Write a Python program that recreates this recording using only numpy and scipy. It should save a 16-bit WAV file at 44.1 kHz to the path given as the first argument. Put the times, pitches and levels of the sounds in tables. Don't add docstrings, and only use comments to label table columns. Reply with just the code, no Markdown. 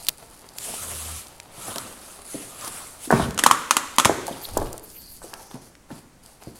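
import sys
import numpy as np
from scipy import signal
from scipy.fft import rfft, irfft
from scipy.io import wavfile
from scipy.ndimage import uniform_filter1d

SR = 44100
rng = np.random.default_rng(int(sys.argv[2]) if len(sys.argv) > 2 else 0)


def dump_mix(stems):
    frames = np.atleast_2d(stems).T
    limited = np.clip(frames, -1, 1)
    pcm = np.round(limited * 32767).astype(np.int16)
    wavfile.write(sys.argv[1], SR, pcm)


N = 290619
TIME = np.arange(N) / SR
GRIP_RISE_S, GRIP_FALL_S = 0.022, 0.034

# f/Hz, relative density/dB
FILM_SPECTRUM = [(900, -35.5), (2000, -10), (2700, -5), (3700, -4.5), (4600, 6.5), (5300, 0), (6300, 1),
                 (7700, 2.5), (10000, 6.5), (11700, 3), (13000, -1), (16000, -11.5)]
# t/s, burst level/dB, pop level/dB, pop f/Hz
FOAM_CRACKS = [(3.3776, -15, -26, 1347), (3.3895, -10, -21, 1225), (3.3929, -8.5, -35, 1223),
               (3.4373, -1.5, -10, 1750), (3.4627, -4, 3.5, 1060), (3.465, -3, -14, 1080),
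               (3.5114, -2, -1, 1045), (3.7088, -1.5, -22, 1185), (3.7676, -3, -14.5, 1234),
               (3.984, -1.5, -7.5, 1010), (3.9935, -13.5, -9.5, 1110), (3.9986, -4, -12, 1215),
               (4.0483, -6, -14, 990), (4.054, -1.5, -21, 1000), (4.0559, -14, -4, 876)]


def amp(db):
    return 10 ** (np.asarray(db) / 20)


def unit(x):
    return x / np.sqrt(np.mean(x ** 2) + 1e-20)


def read(points, hz):
    f, value = np.transpose(points)
    return np.interp(np.log(hz + 1), np.log(f + 1), value)


def add(mix, s, sound):
    part = mix[max(round(s * SR), 0):][:len(sound)]
    part += sound[:len(part)]


def colour(x, spectrum, size=4096):
    cepstrum = irfft(np.log(amp(read(spectrum, np.fft.rfftfreq(size, 1 / SR)))))
    cepstrum[1:size // 2] *= 2
    cepstrum[size // 2 + 1:] = 0
    taps = irfft(np.exp(rfft(cepstrum)))
    return signal.oaconvolve(x, taps / np.linalg.norm(taps))[:len(x)]


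def band(x, low_hz, high_hz, order=2):
    for hz, kind in (low_hz, "high"), (high_hz, "low"):
        x = signal.sosfilt(signal.butter(order, min(hz, SR / 2 - 1), kind, fs=SR, output="sos"), x)
    return x


def wander(rate_hz):
    rolloff = 1 + (np.fft.rfftfreq(N, 1 / SR) / rate_hz) ** 4
    return unit(irfft(rfft(rng.standard_normal(N)) / rolloff, N))


def stroke(start, length, rise, fall, sag_db_per_s=0):
    t = TIME - start
    attack = np.sin(np.pi / 2 * np.clip(t / rise, 0, 1)) ** 2
    sag = amp(-sag_db_per_s * np.clip(t - rise, 0, length))
    return attack * sag * np.exp(-np.maximum(t - length, 0) / fall)


def friction(per_s, spread_db, smooth_db, flutter_db, patchy_db):
    slips = rng.standard_normal(N) * (rng.random(N) < per_s / SR)
    slips *= amp(spread_db * np.minimum(rng.exponential(1, N), 4))
    spectra = signal.stft(unit(slips) + amp(smooth_db) * rng.standard_normal(N), nperseg=512)[2]
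    patches = uniform_filter1d(rng.standard_normal(spectra.shape), size=9, axis=0)
    patches = unit(uniform_filter1d(patches, size=7, axis=1))
    rub = signal.istft(spectra * amp(patchy_db * patches))[1][:N]
    return unit(rub * amp(flutter_db * wander(44)))


def air():
    # f/Hz, relative density/dB
    room_tone = [(25, 4.5), (100, 0), (260, -2.5), (450, -7), (800, -10), (1800, -14.5), (3800, -21.5),
                 (9000, -19), (16000, -32)]
    # t/s, length/s, rise/s, fall/s, level/dB
    swings = [(4.445, .2, 0.17, 0.059, -30.5), (4.747, 0.59, 0.204, .04, -53)]
    # f/Hz, relative density/dB
    rumble = [(10, 2.5), (35, -5), (80, -5.5), (150, -11.5), (400, -23), (2000, -93)]
    draught = colour(rng.standard_normal(N), rumble)
    draught *= sum(amp(db) * stroke(*timing) for *timing, db in swings)
    return amp(-54) * colour(rng.standard_normal(N), room_tone) + draught


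def kitchen(x, directions, early_db=-14, tail_db=-10, build_s=0.0021):
    # f/Hz, T60/s
    decay_times = [(100, .5), (300, 0.8), (1200, 0.68), (3000, 1.3), (7000, 0.74), (11000, 0.75),
                   (16000, 1.35)]
    # f/Hz, relative level/dB
    tail_spectrum = [(60, 4), (300, 6.5), (700, -0.5), (1300, 5), (3000, -6), (7000, -1.5), (11000, -4.5),
                     (16000, -5)]
    hz, t, spectra = signal.stft(rng.standard_normal((directions, SR)), SR, nperseg=256)
    envelope = np.exp(-np.log(1000) * t / read(decay_times, hz)[:, None]) * (1 - np.exp(-t / build_s))
    spectra *= amp(read(tail_spectrum, hz))[:, None] * envelope
    responses = signal.istft(spectra, SR)[1]
    responses *= amp(tail_db) / np.linalg.norm(responses[0])
    for delay_s, share in (.0029, 0.6), (.0047, -0.61), (.0066, .8), (.0093, -0.52):
        responses[:, round(delay_s * SR)] += amp(early_db) * share * (-1) ** np.arange(directions)
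    offsets = np.arange(directions)[:, None] / directions
    crossfade = np.sqrt(2 / directions) * np.cos(np.pi * (9 * TIME + offsets))
    return signal.oaconvolve(x * crossfade, responses, axes=1).sum(0)[:N]


def box_judder(jitter=0.015, fade_s=0.03):
    # t/s, slip rate/Hz, level/dB
    course = [(.76, 110, -65), (.83, 82, -49), (.9, 80, -43.5), (1.0, 78, -42.5), (1.08, 78, -40),
              (1.15, 79, -39.5), (1.2, 73, -51), (1.25, 77, -63)]
    s, hz, db = np.transpose(course)
    phase = 2 * np.pi * np.cumsum(np.interp(TIME, s, hz) * (1 + jitter * wander(25))) / SR
    groan = unit(np.sin(phase) + amp(-14.5) * np.sin(2 * phase) + amp(-19) * np.sin(3 * phase))
    outside_s = np.maximum(s[0] - TIME, 0) + np.maximum(TIME - s[-1], 0)
    return groan * amp(np.interp(TIME, s, db)) * np.exp(-outside_s / fade_s)


def grips():
    # t/s, length/s, film level/dB, cardboard level/dB
    moves = [(-.03, 0.12, -44, -47), (0.174, 0.39, -55, -52), (1.21, 0.53, -58, -52),
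             (1.84, 2.5, -57.5, -53.5), (4.248, 0.38, -45, -46.5), (4.64, 0.13, -54, -48.5),
             (4.812, .37, -50, -68), (5.215, .22, -49.5, -49.5), (5.493, 0.054, -51, -48),
             (5.602, 0.067, -55.5, -59), (5.88, 0.11, -53.5, -52), (6.221, 0.11, -53, -57),
             (6.397, .09, -56.5, -52.5), (6.541, 0.05, -49.5, -59)]
    envelopes = np.array([stroke(s, length, GRIP_RISE_S, GRIP_FALL_S) for s, length, _, _ in moves])
    _, _, film_db, card_db = np.transpose(moves)
    return amp(film_db) @ envelopes, amp(card_db) @ envelopes


def handling(uneven_db=1.5):
    # f/Hz, relative density/dB
    card_spectrum = [(60, -3), (200, -6), (380, -2.5), (550, -1), (830, 1.5), (1100, -4.5), (1800, -11.5),
                     (4000, -14), (12000, -38)]
    rustle = friction(per_s=1100, spread_db=3.5, smooth_db=1, flutter_db=.8, patchy_db=1.5)
    film = colour(rustle, FILM_SPECTRUM) * amp(uneven_db * wander(12))
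    rub = friction(per_s=460, spread_db=1.5, smooth_db=2.5, flutter_db=3, patchy_db=-0.5)
    film_gain, card_gain = grips()
    return film * film_gain + colour(rub, card_spectrum) * card_gain


def film_crinkle(per_s=55, spread_db=5, let_go_s=4.95, settle_s=0.27, held_db=-39.5, over_rustle_db=7):
    impulses = (rng.random(N) < per_s / SR) * amp(spread_db * np.minimum(rng.exponential(1, N), 3))
    tick = rng.standard_normal(40) * np.exp(-np.arange(40) / 12) / 2
    ticks = colour(signal.oaconvolve(impulses, tick)[:N], FILM_SPECTRUM)
    held = stroke(0, let_go_s, GRIP_RISE_S, settle_s)
    film_gain, _ = grips()
    return ticks * (amp(held_db) * held + amp(over_rustle_db) * film_gain)


def chatter(snaps, gap_s=0.0029, loss_db=5, pitch_ratio=0.85, weakest_db=-14.5):
    return [(s + k * gap_s, db - k * loss_db, hz * pitch_ratio ** k)
            for s, db, hz in snaps for k in range(4) if k == 0 or db - k * loss_db > weakest_db]


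def film_snaps(tick_s=0.0015, ring_s=0.00053, top_hz=18750, dull_db_per_octave=21.5, harden=0.033):
    # t/s, level/dB, f/Hz
    snaps = [(0.0682, -17, 4500), (0.086, 0, 4170), (.4895, -28, 4740), (.585, -12.5, 4030),
             (1.2692, -27.5, 4800), (1.4005, -21, 2410), (1.7593, -15, 3000), (1.783, -12.5, 4100),
             (2.611, -23, 5860), (2.647, -19, 5200), (2.678, -17, 5000), (3.113, -16, 7850),
             (3.308, -21, 3430), (3.3454, -24, 8000), (3.9637, -22, 7000), (4.268, -17.5, 7200),
             (4.574, -9, 7950), (4.7295, -18.5, 8600), (4.7795, -20.5, 7820), (5.3387, -18.5, 2900),
             (5.753, -32.5, 1636), (6.261, -28, 8000), (6.436, -30.5, 5400)]
    out, t = np.zeros(N), np.arange(SR // 50) / SR
    usual_db = np.median(np.transpose(snaps)[1])
    for s, db, hz in chatter(snaps):
        cutoff_hz = top_hz * 2 ** (db / dull_db_per_octave)
        tick = band(rng.standard_normal(len(t)) * np.exp(-t / tick_s), hz * 0.88, cutoff_hz)
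        tick *= amp(-8 + harden * (db - usual_db)) * np.sqrt(tick_s * SR / 2) / np.linalg.norm(tick)
        taut = np.sin(2 * np.pi * hz * t) + amp(-8) * np.sin(2 * np.pi * 2.3 * hz * t)
        add(out, s, amp(db) * (tick + amp(-5) * taut * np.exp(-t / ring_s)))
    return out


def squeaks():
    # centre t/s, level/dB, f/Hz, bandwidth/Hz, half length/s
    patches = [(2.33, -43.5, 10300, 1100, 0.091), (2.647, -43.5, 1159, 250, 0.032),
               (3.23, -40.5, 3430, 2990, 0.025), (4.33, -44, 3410, 700, 0.0057),
               (4.444, -37, 12800, 2550, 0.018), (4.445, -36, 4190, 700, 0.0077),
               (4.453, -28.5, 4010, 1090, 0.002), (4.843, -43, 12350, 3000, 0.011),
               (4.967, -53, 2710, 780, .021), (4.976, -44.5, 12860, 2200, .048),
               (5.061, -50.5, 4550, 497, 0.089), (5.123, -45, 12040, 2800, 0.038),
               (5.235, -48, 8200, 900, 0.021), (5.399, -49, 828, 201, .06), (5.452, -56, 5870, 1200, 0.22),
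               (5.972, -66, 4590, 600, .045), (6.465, -59, 4670, 600, .035)]
    out = np.zeros(N)
    for s, db, hz, width_hz, half_s in patches:
        t = np.arange(-3 * half_s, 3 * half_s, 1 / SR)
        fuzz = unit(band(rng.standard_normal(len(t)), 8.3, width_hz / 2))
        rasp = unit(fuzz * np.sin(2 * np.pi * hz * t))
        add(out, s + t[0], amp(db) * rasp * np.exp(-(t / half_s) ** 2))
    return out


def knocks(contact_s=0.00018, detune=0.055, jolt_db=-21, jolt_band_hz=(110, 420)):
    # t/s, level/dB, lowest f/Hz, highest f/Hz
    blows = [(.738, -24, 485, 890), (1.682, -27, 206, 1190), (1.759, -22.5, 190, 1300),
             (1.848, -26.5, 128, 346), (2.344, -15.5, 150, 500), (2.673, -28.5, 244, 1240),
             (3.074, -20, 200, 396), (3.1053, -6.5, 300, 1660), (3.1254, -3.5, 110, 1350),
             (3.131, -4.5, 25, 148), (3.137, -5.5, 95.5, 412), (3.1964, -8, 173, 1140),
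             (3.226, -11, 34.5, 150), (3.284, -14.5, 70, 237), (4.056, -9.5, 49, 817),
             (4.095, -6.5, 295, 1030), (4.2806, -14, 415, 940), (4.31, -19.5, 70, 598),
             (4.5696, -11.5, 298, 1030), (4.586, -15, 500, 900), (4.618, -14.5, 217, 980),
             (4.74, -26, 300, 896), (5.218, -35.5, 496, 1400), (5.242, -24, 280, 590),
             (5.334, -28.5, 586, 1600), (5.541, -20.5, 120, 270), (5.552, -28, 129, 950),
             (5.904, -28.5, 101, 1370), (5.912, -15.5, 125, 255), (6.472, -23, 40.3, 450)]
    # f/Hz, level/dB, T60/s
    modes = [(78, -29, 0.089), (133, -6.5, 0.13), (167, -9.5, 0.12), (228, 3.5, 0.051), (311, -3, 0.087),
             (378, -4, 0.045), (498, -5, 0.0087), (552, -2, 0.053), (680.4, -1, 0.091), (811, 3, 0.034),
             (910, -3, 0.046), (1110, 1.5, 0.032), (1546, 5, 0.038), (1743, 7.5, 0.03)]
    out, t = np.zeros(N), np.arange(SR // 3) / SR
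    hz, mode_db, t60 = np.transpose(modes)[:, :, None]
    decays = amp(mode_db) * np.exp(-np.log(1000) * t / t60)
    push = (1 - t / (4 * contact_s)) * t / contact_s * np.exp(1 - t / contact_s)
    jolts = [(s, pop_db + jolt_db, *jolt_band_hz) for s, _, pop_db, _ in FOAM_CRACKS]
    for s, db, low_hz, high_hz in blows + jolts:
        rattle_s = 0.025 * (150 / low_hz) ** 0.4
        shift, phase = rng.uniform(-0.77, 1, (2, len(hz), 1))
        ring = (decays * np.sin(2 * np.pi * hz * (1 + detune * shift) * t + np.pi * phase)).sum(0)
        rattle, scuff = rng.standard_normal((2, len(t)))
        rattle = unit(band(rattle, 25, 2000)) * np.exp(-t / rattle_s)
        scuff = band(scuff, 1000, 9000) * np.exp(-t / (2 * rattle_s))
        body = band(amp(5) * push + amp(-12) * ring + amp(-11) * rattle, low_hz, high_hz, order=4)
        add(out, s, amp(db) * (body + amp(-32) * scuff))
    return out


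def foam_slide(sag_db_per_s=4.5):
    # f/Hz, relative density/dB
    bead_spectrum = [(900, -18), (1900, -11.5), (3200, -6.5), (4200, -7), (5600, -7), (7500, -2),
                     (9000, 0.5), (10500, 0.5), (12000, -5), (13200, -12), (16000, -18.5)]
    # f/Hz, relative density/dB
    wall_spectrum = [(40, -12.5), (120, -3.5), (280, -8.5), (400, -8.5), (540, -4), (660, -3.5), (830, -7),
                     (1250, -4), (1700, -11), (2500, -12), (5000, -19), (12000, -38)]
    # t/s, length/s, rise/s, fall/s, hiss level/dB, wall level/dB
    pulls = [(0.531, 0.66, 0.13, 0.038, -34, -43), (1.459, .26, 0.27, 0.19, -36.5, -38.5),
             (1.995, 0.18, .06, 0.055, -50, -55), (2.223, 0.25, 0.1, 0.24, -42, -48.5),
             (2.533, 0.15, 0.17, 0.02, -37, -40), (2.692, 0.138, 0.051, 0.1, -41.5, -49.5),
             (2.979, .08, 0.073, 0.019, -37.5, -50.5), (3.093, 0.15, 0.016, 0.036, -39.5, -34.5)]
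    scrape = friction(per_s=3900, spread_db=1.5, smooth_db=4, flutter_db=0.75, patchy_db=2)
    shake = friction(per_s=900, spread_db=2, smooth_db=6.5, flutter_db=0.8, patchy_db=3.5)
    hiss, walls = colour(scrape, bead_spectrum), colour(shake, wall_spectrum)
    return sum(stroke(*timing, sag_db_per_s) * (hiss * amp(hiss_db) + walls * amp(wall_db))
               for *timing, hiss_db, wall_db in pulls)


def foam_cracks(rise_s=0.0003, decay_s=0.0013, after_s=0.015, swell_s=0.0013, ring_s=0.0033, detune=0.083):
    # f/Hz, relative density/dB
    burst_spectrum = [(60, -35), (150, -13), (240, 3.5), (400, -4), (560, 3.5), (720, -3), (1000, 7),
                      (1700, 1), (2200, 0), (3200, 2), (4900, -4), (6600, 0.5), (10300, -1.5), (13000, -12),
                      (16000, -24.5)]
    bursts, pops, t = np.zeros(N), np.zeros(N), np.arange(SR // 20) / SR
    burst_shape = (1 - np.exp(-t / rise_s)) * (np.exp(-t / decay_s) + amp(-18) * np.exp(-t / after_s))
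    pop_shape = (t / swell_s * np.exp(1 - t / swell_s)) ** 2
    for s, db, pop_db, hz in FOAM_CRACKS:
        add(bursts, s, amp(db) * rng.standard_normal(len(t)) * burst_shape)
        pop_hz = hz * (1 + detune * rng.uniform(-1, 1))
        add(pops, s, amp(pop_db) * np.sin(2 * np.pi * pop_hz * t) * pop_shape)
        cap_hz = 1350 * (1 + detune * rng.uniform(-1.1, 1))
        add(pops, s, amp(db - 16) * np.sin(2 * np.pi * cap_hz * t) * np.exp(-t / ring_s))
    return colour(bursts, burst_spectrum), pops


def scene(directions=5):
    film = film_snaps() + film_crinkle()
    blows = knocks()
    bursts, pops = np.transpose([foam_cracks() for _ in range(directions)], (1, 0, 2))
    rubbing = foam_slide() + handling() + squeaks()
    direct = rubbing + film + blows + bursts[0] + pops[0]
    radiated = rubbing + amp(-21.5) * film + amp(-2) * blows + amp(-0.6) * bursts + amp(-5.5) * pops
    return (direct + kitchen(radiated, directions) + box_judder() + air())[None]


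def record(dry, edge_hz=16100):
    low_pass = signal.firwin(301, edge_hz, window=("kaiser", 8), fs=SR)
    return signal.oaconvolve(np.clip(dry, -1, 1), low_pass[None], "same")


dry = scene()
out = record(dry)
dump_mix(out)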